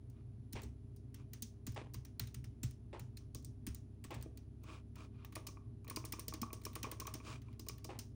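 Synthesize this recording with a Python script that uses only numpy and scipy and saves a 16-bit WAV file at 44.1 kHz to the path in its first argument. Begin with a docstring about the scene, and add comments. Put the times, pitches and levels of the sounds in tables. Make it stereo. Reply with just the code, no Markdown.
"""Light typing on a thin keyboard.

The keyboard lies on a wooden desk in a small quiet room, heard at two close microphone ports.
Each tick is a few decaying noise bursts within milliseconds, with cap resonances and an afterglow.
Struck modes ring the case and thump the desk; swells of grainy noise are fingers sliding over the keys.
A dull noise scuff repeats farther off, over an appliance: wavering sine hum, noise rumble and faint hiss."""
import sys
import numpy as np
from scipy import signal
from scipy.fft import rfft, irfft, next_fast_len
from scipy.io import wavfile

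SR = 44100
rng = np.random.default_rng(int(sys.argv[2]) if len(sys.argv) > 2 else 0)


def put_to_file(sound):
    """Save the sound as 16-bit audio at rate SR, in the file named by the first command-line argument."""
    columns = np.atleast_2d(sound).T  # one column per channel
    safe = np.clip(columns, -1, 1)
    whole_steps = np.round(safe * 32767)
    wavfile.write(sys.argv[1], SR, whole_steps.astype(np.int16))


N = 359395  # samples

# All levels in the tables are relative: each source has its own mixing gain besides.
# key ticks, press or release: start_s, level_db, rattle_ms, body_db (300 to 3400 Hz), pitch_hz
KEY_TICKS = [(0.0994, -56, 5.5, 0, 8850), (0.526, -40.5, 3, -10, 9500), (0.5314, -34, 2.9, 5, 5450),
             (0.619, -45, 3.8, -10, 7220), (0.633, -39, 7.3, 5, 7760), (0.963, -52, 13, -16, 9200),
             (1.1435, -40.5, 5.7, 10, 5550), (1.3341, -34.5, 5.5, 4, 6300), (1.4227, -26.5, 8.1, -16, 6300),
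             (1.667, -30.5, 9.7, 5, 6850), (1.7205, -48, 6, 9, 5100), (1.7454, -46.5, 5.5, 4, 5150),
             (1.9372, -42, 4.9, 7, 5960), (1.9432, -34.5, 5.8, 6, 4900), (2.05, -41.5, 8.4, 6, 5940),
             (2.196, -24, 3.7, 7, 3960), (2.272, -40.5, 5.6, 4, 3960), (2.344, -36.5, 6.3, 8.5, 8800),
             (2.4427, -42.5, 7, 9.5, 5130), (2.6315, -26.5, 8.1, 2.5, 7350), (2.7103, -46, 1.9, 3, 5200),
             (2.995, -38.5, 7.2, 9.5, 7060), (3.171, -39, 8, -3, 4200), (3.3474, -30, 2.5, -16, 5800),
             (3.4255, -59, 7.3, -5, 7210), (3.447, -37, 1.7, -24, 8200), (3.667, -30, 9.7, 8, 8800),
             (3.7468, -36.5, 3.2, -2, 6760), (4.041, -39, 16, 14, 7900), (4.108, -44, 8, 12, 5000),
             (4.143, -40.5, 13, 19, 7550), (4.212, -50, 5.2, 19, 4200), (4.2253, -39.5, 2.4, 7, 8460),
             (4.3738, -44, 3.9, 6.5, 4330), (4.636, -50.5, 6.5, 2, 6330), (4.9563, -47.5, 7.6, 16, 5290),
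             (5.248, -42, 2, 12, 3680), (5.324, -45.5, 8.1, 14.5, 3640), (5.3538, -30.5, 9.8, 12, 9340),
             (5.468, -28, 11.2, -13, 5180), (5.846, -53, 4.8, 4, 6400), (5.879, -41.5, 7.9, 10, 4000),
             (5.899, -28.5, 4.6, 6, 9100), (5.9611, -24, 8.8, -7, 4830), (6.0509, -29.5, 5.8, -3, 9200),
             (6.123, -25.5, 7.8, 2, 5360), (6.1943, -29, 5.2, 1, 9200), (6.282, -25.5, 4.9, -9, 5330),
             (6.338, -30, 4.8, 6, 4590), (6.416, -26.5, 5.4, -4, 5340), (6.53, -29.5, 4.2, -3, 8800),
             (6.6164, -51.5, 9.8, 13.5, 3820), (6.6367, -47, 7.4, 4, 9000), (6.6515, -26.5, 6.6, -2, 5470),
             (6.732, -47, 10, 10.5, 3710), (6.7542, -29, 4.9, 10, 9000), (6.83, -25.5, 6.4, 9, 5660),
             (6.9146, -29.5, 4.6, 8, 8900), (7, -26.5, 5.8, 0.5, 5500), (7.0688, -30, 6.7, 9.5, 5960),
             (7.1392, -26, 3.7, 2.5, 5600), (7.4185, -53, 8.6, 19, 6100), (7.5293, -61, 15, 22, 4940),
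             (7.595, -33.5, 4.6, -12, 4900), (7.6654, -48, 6.5, 7, 5100), (7.6858, -25.5, 5.1, -10, 5160),
             (7.7815, -46, 3.6, 10, 4630), (7.844, -31, 6.9, -16, 4960), (7.9899, -27, 7, -9, 4970)]
# keys bottoming out, which rings the case: start_s, level_db, low_db (lift of the modes under 800 Hz)
KEY_BOTTOMS = [(1.6712, -51, 0), (1.944, -47.5, -5), (2.1965, -63, 14), (3.352, -54.5, 7.5),
               (3.6698, -55, -10), (4.048, -51.5, 5.5), (4.26, -59, 18), (4.6399, -49.5, -9),
               (4.9657, -44.5, -12), (5.247, -47.5, -24), (5.325, -57, 3), (5.3647, -35, -0.5),
               (5.469, -46, -10), (5.4866, -45.5, 0), (5.5714, -46.5, -20), (5.8465, -51.5, -22),
               (5.8702, -47, -7), (5.8842, -49.5, 2), (5.909, -37.5, -6), (5.9708, -31, -9.5),
               (6.0416, -41.5, 0.5), (6.1349, -33.5, -10), (6.188, -40.5, -3.5), (6.2811, -54, 12),
               (6.325, -40, -13), (6.341, -44.5, 0), (6.4312, -33.5, -12), (6.505, -46, -6),
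               (6.5309, -42.5, 1.5), (6.664, -34, -6), (6.7622, -39, 0.5), (6.8428, -29, -12),
               (6.8695, -39.5, 3.5), (6.921, -37.5, -1.5), (6.997, -51, 4), (7.015, -35, -11),
               (7.0536, -40.5, -6), (7.0774, -35, -5.5), (7.151, -50, 9.5), (7.202, -43.5, -10),
               (7.4853, -51, -7.5), (7.5964, -53.5, 5.5), (7.667, -49, -0.5), (7.6964, -42, -5.5),
               (7.8489, -47, 3)]
# blows carried into the desk top: start_s, level_db, high_db (lift of the modes over 180 Hz)
DESK_THUMPS = [(0.536, -36.5, -0.5), (0.637, -39.5, 3), (1.426, -46.5, 7), (1.677, -29, -1.5),
               (1.956, -33.5, -11), (2.207, -31, -2), (2.359, -34, -27), (2.463, -41.5, -21),
               (2.635, -26, -6), (3.01, -34, -17), (3.348, -43, -4), (3.675, -30, 4), (4.058, -39.5, -4),
               (4.157, -32.5, -4), (4.256, -39, -6), (5.898, -40.5, -5), (5.97, -44.5, -9),
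               (6.131, -52, -8), (6.282, -36, -5), (6.419, -48, 10), (6.658, -40.5, -1), (6.836, -38.5, 5),
               (7.001, -49, -4), (7.14, -47.5, 9.5), (7.69, -42, 4.5), (7.985, -46.5, 4.5)]
# fingers sliding over the keys: fullest_s, rise_s, fall_s, level_db, treble_db
FINGER_SLIDES = [(.19, 0.11, 0.073, -80.5, -9), (1.2, 0.068, 0.081, -74, 0),
                 (3.22, 0.078, 0.062, -82.5, -3), (4.724, 0.14, 0.13, -60.5, 0.5),
                 (5.01, 0.086, 0.11, -64, 2.5), (5.225, 0.18, 0.097, -72, -11),
                 (7.289, 0.092, 0.15, -55, 4), (7.5, 0.15, 0.12, -78.5, 0.5)]
# far scuffs: start_s, level_db, t60_s (of the knock), grit_db
FAR_SCUFFS = [(0.553, -39.5, 0.3, -1), (1.762, -37, 0.29, -5.5), (2.93, -38.5, 0.28, -10.5),
              (4.106, -37.5, 0.34, -5.5), (5.362, -46.5, 0.076, -16), (6.84, -44.5, 0.31, -5),
              (7.891, -37.5, 0.32, -9.5)]
# resonances of a plastic cap: pitch_hz, level_db, t60_s
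CAP_MODES = [(2700, -33, .008), (4210, -3.5, 0.0089), (4910, -7, 0.026), (5500, -4, 0.048),
             (6670, 12, 0.0029), (8660, -7.5, 0.017), (10100, -29, 0.028), (16740, -26, 0.012)]
# modes of the case: pitch_hz, level_db, t60_s
CASE_MODES = [(311.5, -1, 0.059), (463, -4, 0.036), (634, -12.5, 0.076), (930, -9, 0.023),
              (1061, -3.5, 0.03), (1126, 3, 0.022), (1174, 1, 0.007), (1970, -6, 0.0034), (2420, 1, 0.017)]
# modes of the desk top: pitch_hz, level_db, t60_s
DESK_MODES = [(68.9, 2.5, 0.24), (104.6, 2.5, 0.15), (124.4, -0.5, 0.39), (231.1, 0.5, 0.12),
              (280, 0, 0.04), (410.4, -4.5, 0.053)]
# motor lines of the appliance: pitch_hz, level_db
HUM_LINES = [(33.4, -75.5), (50.1, -66), (66.8, -59.5), (100.15, -57.5), (230, -70.5), (400.5, -73.5),
             (633, -88.5)]
# spectral shapes, one list for the sum of the ports and one for the difference:
# frequency_hz, density_db (relative, per Hz)
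TICK_SPECTRA = ([(530, -48), (900, -39), (1980, -6), (3570, -14), (4080, -6.5), (4560, -1.5), (5220, -13.5),
                 (8230, -4), (9770, 1), (11700, -19), (15200, 8.5), (16200, -0.5), (17000, -39)],
                 [(530, -50), (900, -57), (1710, -33), (2720, -27), (4290, -24), (5220, -16), (8230, -25),
                 (10100, -5.5), (11700, -26), (12800, -3.5), (15200, -17), (16200, -15), (17000, -36)])
GLOW_SPECTRA = ([(600, -4), (900, -2.5), (1900, 0.5), (3500, 0.5), (4400, 1), (5000, 4), (5700, 8.5),
                 (6500, 6), (7600, -3.5), (9600, 1), (11000, -34), (13100, -56), (14200, -11), (15300, 0.5),
                 (16200, -14), (17000, -41)], [(530, -7), (900, -7), (1530, -15), (1930, -22), (2130, -10),
                 (4450, -14), (4970, -3.5), (6510, -10.5), (15200, -7.5), (16200, -36.5), (17000, -72)])
SLIDE_SPECTRA = ([(290, -45), (500, -15.5), (633, -5), (790, -9.5), (1160, 1), (1890, -16), (2420, -8),
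                  (4310, -14.5), (4920, -15), (9560, -25), (10300, -25), (10800, -103), (13800, -51),
                  (15800, -21), (17000, -70)], [(290, -44), (500, -13), (1180, -6), (1910, -24),
                  (2420, -12), (3940, -20), (5140, -22), (6510, -26.5), (12800, -25), (15800, -23),
                  (17000, -65)])
SCUFF_SPECTRA = ([(210, -6), (350, 2), (605, -3), (733, -5.5), (838, 0), (1410, -11.5), (2290, -4.5),
                  (6840, -22), (9610, -26), (12000, -83), (15600, -99), (22000, -120)], [(210, -14),
                  (350, -23), (755, -8), (971, -23), (1190, -13.5), (1430, -30), (2430, -15), (4260, -27.5),
                  (12000, -33), (15600, -58), (22000, -120)])
RUMBLE_SPECTRA = ([(20, -33), (31, -29), (40, -21.5), (50, -9.5), (58, -16.5), (85, -21.5), (122, 5),
                   (150, -11.5), (195, -15), (240, -8), (290, -12.5), (372, -24.5), (440, -23.5),
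                   (520, -61), (700, -88)], [(13, -43), (22, -12.5), (37, -31), (53, -11.5), (97, -1.5),
                   (152, -11), (410, -7.5), (468, -22), (520, -12.5), (680, -57), (1140, -120)])
HISS_SPECTRA = ([(400, -27), (500, 0), (560, -6), (650, -1.3), (800, -7.5), (1100, -12), (1500, -16.5),
                 (2900, -20), (6000, -24.5), (8900, -31), (9800, -19), (10150, -13.5), (10800, -68),
                 (17000, -22)], [(400, -27), (520, -2.2), (700, -4), (1100, -15), (1700, -26.5),
                 (2550, -21.5), (3300, -28.5), (8500, -35), (10100, -16.5), (10800, -30.5), (17000, -44)])

# rules for a tick of usual strength, and their change per dB of extra strength
USUAL_TICK_DB = -35
GLOW_DB, GLOW_PER_DB = -28, -0.0351  # afterglow against the tick: soft ticks are wetter
LEAD_DB, LEAD_PER_DB = 3.5, -0.2058  # extra level of the first touch
TOP_DB, TOP_PER_DB = 0, 0.03  # level above 11.5 kHz against the rest, nearly the same for all ticks
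GLOW_PER_MS = 0.22  # dB per ms over 6 ms: a longer rattle leaves more afterglow
GLOW_T60_S, WALL_T60_S = 0.24, 0.44
LOWER_TONE_RATIO, LOWER_TONE_DB = 0.59, -8.5  # second, lower resonance of the hollow under a cap
CASE_TOP_DB = -7  # the soft landing excites the modes over 1.5 kHz less
SLIDE_RING_DB = -27  # share of the friction that rings the case
SCUFF_STEADY_S, GRIT_T60_SHARE = 0.017, 0.86  # the grit of a scuff dies sooner than its knock
RUMBLE_DB, HISS_DB = -56.5, -80  # relative, before the mixing gains
CUTOFF_HZ = 17200


def amp(db):
    """Logarithmic level: 20 dB is a factor of ten in amplitude."""
    return 10 ** (np.asarray(db) / 20)


def balance(first_db):
    """Level difference between the ports: the first port gets the gain, the second its inverse."""
    return amp([[first_db], [-first_db]])


def spikes(seconds, sizes):
    """Impulse excitation: single samples at the given moments."""
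    out = np.full(N, 1e-18)
    samples = np.clip((np.ravel(seconds) * SR).astype(int), 0, N - 1)
    np.add.at(out, samples, np.ravel(sizes))
    return out


def fade(x, t60):
    """Exponential decay: every sample leaves a trail that falls 60 dB in t60 seconds."""
    return signal.lfilter([1], [1, -amp(-60 / (t60 * SR))], x)


def ring(clicks, hz, t60):
    """Damped oscillator: a unit click sets a decaying sine of height 1 ringing."""
    radius = amp(-60 / (t60 * SR))
    angle = 2 * np.pi * hz / SR
    return signal.lfilter([0, np.sin(angle)], [1, -2 * radius * np.cos(angle), radius * radius], clicks)


def band(x, low_hz, high_hz):
    """Band limitation by a third-order Butterworth band-pass."""
    sos = signal.butter(3, [low_hz, high_hz], "band", fs=SR, output="sos")
    return signal.sosfilt(sos, x)


def drift(rate_hz):
    """Smoothed random fluctuation of spread 1; the smoothing window lasts about 1/rate_hz seconds."""
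    steps_per_s = 30
    steps = rng.standard_normal(int(N / SR * steps_per_s) + 40)
    slow = np.convolve(steps, np.hanning(int(steps_per_s / rate_hz) + 3), "same")
    return np.interp(np.arange(N) / SR * steps_per_s, np.arange(len(slow)), slow / slow.std())


def ports(total, difference, spectra, side_db):
    """Sum and difference of two spaced ports, each coloured; the difference is a quarter cycle off."""
    size = next_fast_len(N + 4096)
    log_hz = np.log(np.arange(1, size // 2 + 2) * SR / size)
    gains = []
    for spectrum in spectra:
        points_hz, points_db = np.array(spectrum).T
        gain = amp(np.interp(log_hz, np.log(points_hz), points_db, -99, -99))
        gains.append(gain / np.sqrt(np.mean(gain ** 2)))  # the spectrum sets the shape only
    mid = irfft(rfft(total, size) * gains[0], size)[:N]
    side = amp(side_db) * irfft(1j * rfft(difference, size) * gains[1], size)[:N]
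    return np.array([mid + side, mid - side])


def diffuse(envelope, spectra, side_db):
    """Diffuse field: noise from all round, with sum and difference unrelated."""
    total, difference = envelope * rng.standard_normal((2, N))
    return ports(total, difference, spectra, side_db)


def lumpy(spread_db, length):
    """Random modulation: a gain that is redrawn every length samples."""
    return amp(spread_db * rng.standard_normal(N // length + 1)).repeat(length)[:N]


def by_strength(usual_db, per_db, level_db):
    """Linear strength law: a level that follows the strength of the tick."""
    return usual_db + per_db * (level_db - USUAL_TICK_DB)


def afterglow_db(level_db, rattle_ms):
    """Reverberant share: the afterglow depends on the strength and length of the tick."""
    return by_strength(GLOW_DB, GLOW_PER_DB, level_db) + GLOW_PER_MS * (rattle_ms - 6)


def struck(start_s, peak_db, low_db, high_db, modes, splits_hz, level_db, scatter_db, bounce_s, lag_s=0):
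    """Modal excitation: each blow and its weaker bounce strike every mode with random strengths.
    Modes below the first and above the second split are lifted; a lag delays low modes against high."""
    chance = rng.standard_normal((len(start_s), 2, len(modes)))
    when = start_s + bounce_s * (.5 + rng.random((len(start_s), 1))) * [0, 1]
    out = 0
    for k, (hz, mode_db, t60) in enumerate(modes):
        colour_db = low_db * (hz < splits_hz[0]) + high_db * (hz > splits_hz[1])
        blow_db = peak_db + level_db + mode_db + colour_db + scatter_db * chance[:, :, k] + [0, -9]
        clicks = spikes(when + lag_s * (250 / hz - 1), amp(blow_db))
        out = out + ring(clicks, hz, t60) * (-1) ** k  # alternating sign
    return out


def keys():
    """Repeated impact: cap, scissor and dome touch four times within the rattle; the room glows after."""
    start_s, level_db, rattle_ms, body_db, _ = np.transpose(KEY_TICKS)[:, :, None]
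    glow_db = afterglow_db(level_db, rattle_ms)
    lead_db = by_strength(LEAD_DB, LEAD_PER_DB, level_db)
    top_db = by_strength(TOP_DB, TOP_PER_DB, level_db)
    chance = rng.random((len(start_s), 8))
    strength = rng.standard_normal((len(start_s), 4, len(CAP_MODES)))
    # the first touch is on time, the later three are jittered
    when = start_s + rattle_ms / 1000 * (np.arange(4) + .6 * chance[:, :4] * [0, 1, 1, 1]) / 4
    touch_db = level_db - 5 * chance[:, 4:] + [-5.5, -4.0, -21.0, -15] + lead_db * [1, 0, 0, 0]
    grit = rng.standard_normal(N)
    room = diffuse(lumpy(0.5, 96), GLOW_SPECTRA, side_db=1.5)
    direct, glow = 0, 0
    # each tick has its own share of body; the middle is fixed and the top follows strength
    shares = ((300, 3400, body_db), (3400, 11500, 0 * start_s), (11500, 19000, top_db))
    for low_hz, high_hz, share_db in shares:
        bursts = fade(spikes(when, amp(touch_db + share_db)), 0.0067) * grit
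        direct = direct + band(bursts, low_hz, high_hz)
        for k, (hz, mode_db, t60) in enumerate(CAP_MODES):  # the plastic cap rings briefly
            if low_hz < hz < high_hz:
                cap_db = touch_db + share_db + mode_db - 12 + 5 * strength[:, :, k]
                direct += ring(spikes(when, amp(cap_db)), hz, t60)
        # energy falls twice as many dB as amplitude, hence half the decay time
        energy = spikes(start_s + 0.0025, amp(2 * (level_db + glow_db + 0.55 * share_db)))
        energy = fade(energy, GLOW_T60_S / 2) + amp(10.5) * fade(energy, 0.027)  # near surfaces answer first
        glow = glow + np.sqrt(energy) * band(room, low_hz, high_hz)
    return amp(-6) * ports(direct, direct, TICK_SPECTRA, side_db=4.5) + glow


def key_tones():
    """Cavity resonance: the hollow under each cap sounds a short tone, then a lumpy rattle at its pitch."""
    out, t = np.zeros(N), np.arange(SR // 6) / SR
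    noise = rng.standard_normal((len(KEY_TICKS), len(t)))
    lumps = amp(4 * rng.standard_normal((len(KEY_TICKS), len(t) // 200 + 1)))
    lumps = lumps.repeat(200, axis=1)[:, :len(t)]
    radius = np.exp(-np.pi * 500 / SR)  # resonance 500 Hz wide
    for (start_s, level_db, rattle_ms, _, pitch_hz), shake, lump in zip(KEY_TICKS, noise, lumps):
        hit = amp(level_db - 60 * np.clip(t - rattle_ms / 2000, 0, 1) / 0.021)  # holds, then falls
        rattle = amp(level_db + afterglow_db(level_db, rattle_ms) + 14.5 - 60 * t / 0.23) * lump
        excitation = shake * (hit + rattle)
        tone = 0
        for hz, tone_db in ((pitch_hz, 0), (LOWER_TONE_RATIO * pitch_hz, LOWER_TONE_DB)):
            poles = [1, -2 * radius * np.cos(2 * np.pi * hz / SR), radius * radius]
            tone = tone + amp(tone_db) * signal.lfilter([1 - radius, 0, radius - 1], poles, excitation)
        i = int(start_s * SR)
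        out[i:i + len(t)] += tone[:N - i]
    return amp(-9.5) * out * balance(.3)


def case():
    """Modal ringing and reverberation: the walls return a duller, smeared copy, different at each port."""
    start_s, level_db, low_db = np.transpose(KEY_BOTTOMS)[:, :, None]
    dry = struck(start_s, level_db, low_db, CASE_TOP_DB, CASE_MODES, (800, 1500),
                 level_db=-4.5, scatter_db=3.5, bounce_s=.006)
    t = np.arange(SR // 4) / SR
    walls = rng.standard_normal((2, len(t))) * amp(-60 * t / WALL_T60_S) * (t > .003)
    wet = signal.fftconvolve(dry[None], walls, axes=1)[:, :N]
    wet = signal.sosfilt(signal.butter(2, 1500, fs=SR, output="sos"), wet)
    return dry * balance(-.8) + amp(-33.5) * wet


def desk():
    """Plate modes under a soft push of about 2 ms: the desk top swings up slowly, low modes last."""
    push = np.hanning(int(0.002 * SR))
    start_s, level_db, high_db = np.transpose(DESK_THUMPS)[:, :, None]
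    dry = struck(start_s, level_db, 0, high_db, DESK_MODES, (90, 180),
                 level_db=-14.0, scatter_db=5.5, bounce_s=0.0119, lag_s=0.00701)
    return np.convolve(dry, push / push.sum())[:N] * balance(.6)


def slides():
    """Skin friction: a rounded swell of grainy noise that also keeps the case ringing."""
    t, strokes = np.arange(N) / SR, 0
    for fullest_s, rise_s, fall_s, level_db, treble_db in FINGER_SLIDES:
        moments = [fullest_s - rise_s, fullest_s, fullest_s + fall_s]
        swell = np.sin(np.interp(t, moments, [0, np.pi / 2, np.pi])) ** 3.2
        strokes = strokes + swell * amp(level_db + np.array([[0], [treble_db]]))
    # random slips, on average 600 per second
    slips = fade((rng.random(N) < 600 / SR) * rng.exponential(1, N) + 1e-18, .01)
    dull, bright = (diffuse(s * (.85 + .25 * slips), SLIDE_SPECTRA, side_db=-1.5) for s in strokes)
    drag = strokes[0] * (.5 + slips) * rng.standard_normal(N) + 1e-18
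    rung = 0
    for k, (hz, mode_db, t60) in enumerate(CASE_MODES):
        rung = rung + amp(mode_db) * ring(drag, hz, t60) * (-1) ** k
    return band(dull, 200, 4300) + band(bright, 4900, 19000) + amp(SLIDE_RING_DB) * rung


def scuffs():
    """Decay of noise energy: a short gritty rub holds, then its knock and its grit die apart."""
    t, energy = np.arange(N) / SR, 0
    for start_s, level_db, t60, grit_db in FAR_SCUFFS:
        since = t - start_s
        t60s = t60 * np.array([[1], [GRIT_T60_SHARE]])
        fall_db = 120 * np.clip(since - SCUFF_STEADY_S, 0, 2) / t60s  # of energy: 60 dB of amplitude
        energy = energy + (since > 0) * amp(2 * level_db - fall_db + 2 * np.array([[0], [grit_db]]))
    grain = lumpy(2.2, 128)
    knock, rub = (diffuse(np.sqrt(e) * grain, SCUFF_SPECTRA, side_db=-3.5) for e in energy)
    low, high = (signal.butter(3, 1300, kind, fs=SR, output="sos") for kind in ("low", "high"))
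    return amp(-10.5) * (signal.sosfilt(low, knock) + signal.sosfilt(high, rub))


def appliance():
    """Periodic and random vibration: motor lines that waver a little, over rumble and faint hiss."""
    t, hum = np.arange(N) / SR, 0
    for hz, level_db in HUM_LINES:
        height = np.sqrt(2) * amp(level_db + 0.99 * drift(0.62))
        cycles = hz * t + rng.random() + 0.022 * drift(0.91)
        hum = hum + height * np.sin(2 * np.pi * cycles)
    rumble = diffuse(amp(RUMBLE_DB + 0.29 * drift(3.3)), RUMBLE_SPECTRA, side_db=-13.5)
    hiss = diffuse(amp(HISS_DB), HISS_SPECTRA, side_db=4.5)
    return hum * balance(.7) + rumble * balance(.6) + hiss


def scene():
    """Superposition: all sources add at the two ports."""
    return keys() + key_tones() + case() + desk() + slides() + scuffs() + appliance()


def record(dry):
    """Low-pass filtering: the top is cut, by at least 70 dB from the cutoff upward."""
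    return signal.sosfilt(signal.cheby2(12, 70, CUTOFF_HZ, fs=SR, output="sos"), dry)


dry = scene()
out = record(dry)
put_to_file(out)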